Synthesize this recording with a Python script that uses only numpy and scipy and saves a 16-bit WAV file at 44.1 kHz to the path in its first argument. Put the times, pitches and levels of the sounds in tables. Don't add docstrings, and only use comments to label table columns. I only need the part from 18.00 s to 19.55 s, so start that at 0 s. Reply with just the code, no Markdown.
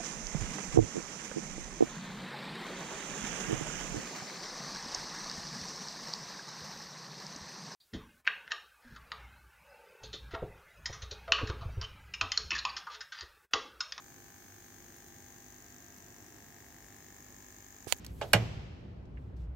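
import sys
import numpy as np
from scipy import signal
from scipy.fft import rfft, irfft
from scipy.io import wavfile
from scipy.ndimage import uniform_filter1d

SR = 44100
rng = np.random.default_rng(int(sys.argv[2]) if len(sys.argv) > 2 else 0)


def to_wav(s):
    ch = np.atleast_2d(s).T
    pcm = np.round(np.clip(ch, -1, 1) * 32767)
    wavfile.write(sys.argv[1], SR, pcm.astype(np.int16))


N = 68355
T = np.arange(N) / SR
FREQS = np.maximum(np.fft.rfftfreq(2 * N, 1 / SR), 1)

# f/Hz, side level re mid/dB
DIRECT_WIDTH = [(100, -21), (500, -5), (3000, -2), (12000, -10)]
# f/Hz, side level re mid/dB
DIFFUSE_WIDTH = [(50, -20), (130, -13.5), (300, -7.5), (600, 1.5), (10000, -1.5)]


def undb(db):
    return 10 ** (np.asarray(db) / 20)


def curve(table, hz=FREQS, column=1):
    rows = np.array(table)
    return np.interp(np.log(hz), np.log(rows[:, 0]), rows[:, column])


def bell(hz, octaves):
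    return np.exp(-.5 * (np.log2(FREQS / hz) / octaves) ** 2)


def filtered(x, gain):
    return irfft(rfft(x, 2 * N) * gain)[..., :N]


def noise(gain, width):
    spectra = rfft(rng.standard_normal((2, 2 * N))) * gain / np.sqrt(np.mean(gain ** 2))
    spectra[1] *= undb(curve(width))
    mid, side = irfft(spectra)[:, :N]
    return np.array([mid + side, mid - side])


def drift(per_s):
    hold = int(SR / per_s)
    steps = np.repeat(rng.standard_normal(256), hold)[:N]
    return 1.3 * uniform_filter1d(uniform_filter1d(steps, hold), hold)


def decay(t60):
    return undb(-60 * T / t60)


def rise(tau_s):
    return 1 - np.exp(-T / tau_s)


def delayed(x, start_s):
    return np.pad(x, ((0, 0), (int(start_s * SR), 0)))[:, :N]


def off_axis(x):
    # f/Hz, level/dB, phase lag/rad
    port_difference = [(100, 2, 0), (601.3, 4.5, -0.29), (2467, 4, -0.21), (4500, 4.5, 1.6),
                       (7630, 4, 0.89), (14000, -2.5, 1.96)]
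    lean = undb(curve(port_difference) / 2)
    lag = curve(port_difference, column=2)
    return filtered(x, np.array([1 / lean, lean * np.exp(-1j * lag)]))


def modal_ring(modes, rise_cycles, t60_scale=1):
    return sum((-1) ** k * undb(db) * np.sin(2 * np.pi * hz * T)
               * decay(t60 * t60_scale) * rise(rise_cycles / hz)
               for k, (hz, db, t60) in enumerate(modes))


def dense_modes(table, width, t60_scale=1):
    spectrum = rfft(noise(undb(curve(table)), width), 2 * N)
    out = 0
    for hz in 31.25 * 2 ** np.arange(10):
        band = np.maximum(1 - abs(np.log2(FREQS / hz)), 0)
        out += irfft(spectrum * band)[:, :N] * decay(t60_scale * curve(table, hz, column=2))
    return out


def background():
    # f/Hz, relative level/dB
    rumble_spectrum = [(20, -22), (40, -8.5), (62, -1.5), (100, -2), (170, -10), (400, -21), (800, -32),
                       (1600, -41), (3200, -50.5), (7000, -65), (15000, -71.5)]
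    # t/s, relative level/dB
    hum_envelope = [(0.0, -4), (0.14, -0.5), (0.3, -4.5), (1.1, -7.5), (1.18, 7.5), (1.28, -17),
                    (1.36, 3.5), (1.55, 6)]
    hum_hz = 62.3
    hum = np.sqrt(2) * np.sin(2 * np.pi * hum_hz * T + drift(per_s=15))
    hum_db = -46.5 + np.interp(T, *np.array(hum_envelope).T) + drift(per_s=15)
    rumble = noise(undb(curve(rumble_spectrum)), DIFFUSE_WIDTH)
    return undb(hum_db) * hum + undb(-47) * rumble


def rubs():
    # onset t/s, duration/s, level/dB, centre f/Hz, width/octaves
    strokes = [(-0.08, .24, -63, 1600, 1.4), (0.035, 0.45, -64.5, 10090, 0.61),
               (0.134, 0.3, -64, 2760, 0.91), (1.124, 0.21, -84, 3000, 1.5), (1.347, .13, -76, 3000, 1.2)]
    out = 0
    for start, duration, db, hz, octaves in strokes:
        swell = np.sin(np.pi * np.clip((T - start) / duration, 0, 1))
        out += undb(db) * swell * noise(bell(hz, octaves), DIRECT_WIDTH)
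    return out


def contact(start_s, relative_db, hz, octaves, t60):
    rise_cycles = 2.2
    burst = noise(bell(hz, octaves), DIRECT_WIDTH) * decay(t60) * rise(rise_cycles / hz)
    return undb(relative_db - 18) * delayed(burst, start_s)


def ticks():
    # t/s, relative level/dB, centre f/Hz, width/octaves, T60/s
    impacts = [(0.0461, -22.5, 5000, 3.6, 0.025), (0.0642, -18, 7100, 1.63, 0.016),
               (0.213, -28, 4100, 0.75, 0.14), (0.2214, -22, 2990, 0.24, 0.062),
               (0.3323, 2, 9500, 0.48, 0.019), (0.836, -27, 233, 0.43, 0.17),
               (1.0536, -54.5, 5000, 0.57, .04), (1.1712, -33.5, 1880, .4, 0.046),
               (1.3655, -51, 3500, 1.4, 0.078)]
    return sum(contact(*impact) for impact in impacts)


def knocks():
    # t/s, relative level/dB, contact low-pass f/Hz, high-pass f/Hz, T60 factor, mode rise/cycles
    blows = [(0.2127, -10, 950, 396.4, 0.92, 0.18), (0.3331, -2.5, 14070, 49.44, 0.99, 1.8)]
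    # f/Hz, relative level/dB, T60/s
    breaker_modes = [(273.5, -35.5, .22), (385, -34.5, .2), (452, -36, .15), (575, -20, 0.15),
                     (654, -23.5, .19), (749, -26.5, 0.19), (846.7, -21.5, .12), (1499, -18.5, .06),
                     (1633, -13, .065), (2196, -14.5, 0.047), (2393, -13, 0.048), (2860, -15.5, .075),
                     (4310, -16, 0.028), (4840, -19, .04)]
    # f/Hz, relative level/dB, T60/s
    clatter_bands = [(60.6, -26, .15), (200, -5, 0.2), (430, 0.5, 0.26), (1090, -4.5, .13),
                     (2130, -1, 0.14), (3100, -3, .13), (3800, -10.5, .12), (5960, -13, 0.083),
                     (9100, -12, .1), (13000, -16, .1), (16070, -29, .07)]
    # f/Hz, relative level/dB, T60/s
    room_bands = [(50, -9.5, 2.4), (109, 1.5, 1.2), (180, -3, 1.1), (350, -16.5, 1.2), (720, -20, 1.1),
                  (1300, -27.5, 1.3), (2870, -26.5, 1.55), (3600, -32.5, 1.5), (5600, -34, 1.2),
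                  (9000, -44, .8), (14000, -47.5, 0.54)]
    out = 0
    for start, db, contact_hz, highpass_hz, t60_scale, rise_cycles in blows:
        ring = undb(-2) * modal_ring(breaker_modes, rise_cycles, t60_scale)
        clatter = undb(-17.5) * dense_modes(clatter_bands, DIRECT_WIDTH, t60_scale)
        direct = off_axis((ring + clatter) * rise(tau_s=.0006))
        reverberation = undb(-31.5) * dense_modes(room_bands, DIFFUSE_WIDTH) * rise(tau_s=.015)
        lowpass = signal.butter(2, contact_hz, "low", fs=SR, output="sos")
        highpass = signal.butter(2, highpass_hz, "high", fs=SR, output="sos")
        knock = signal.sosfilt(highpass, signal.sosfilt(lowpass, direct + reverberation))
        out += undb(db) * delayed(knock, start)
    return out


def clip_snap():
    return contact(start_s=.3333, relative_db=4.5, hz=2500, octaves=1.2, t60=.019)


def cabinet_boom():
    # f/Hz, level/dB, T60/s
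    cabinet_modes = [(110.7, -36, 0.94), (117.9, -32.5, 1.0), (112.7, -18, 0.19), (151.8, -33.5, 0.6),
                     (186.4, -18, .07)]
    boom = modal_ring(cabinet_modes, rise_cycles=.68)
    return delayed(np.array([boom, boom]), start_s=.3425)


def scene():
    return off_axis(ticks() + clip_snap() + cabinet_boom()) + knocks() + rubs() + background()


def record(dry):
    # f/Hz, width/octaves, level/dB
    treble_response = [(9430, 0.077, -16.5), (12140, 0.062, 1.5), (14600, 0.076, -9)]
    response_db = sum(db * bell(hz, octaves) for hz, octaves, db in treble_response)
    cutoff_hz = 15800
    lowpass = signal.ellip(8, .2, 80, cutoff_hz, fs=SR, output="sos")
    return signal.sosfilt(lowpass, filtered(dry, undb(response_db)))


dry = scene()
out = record(dry)
to_wav(out)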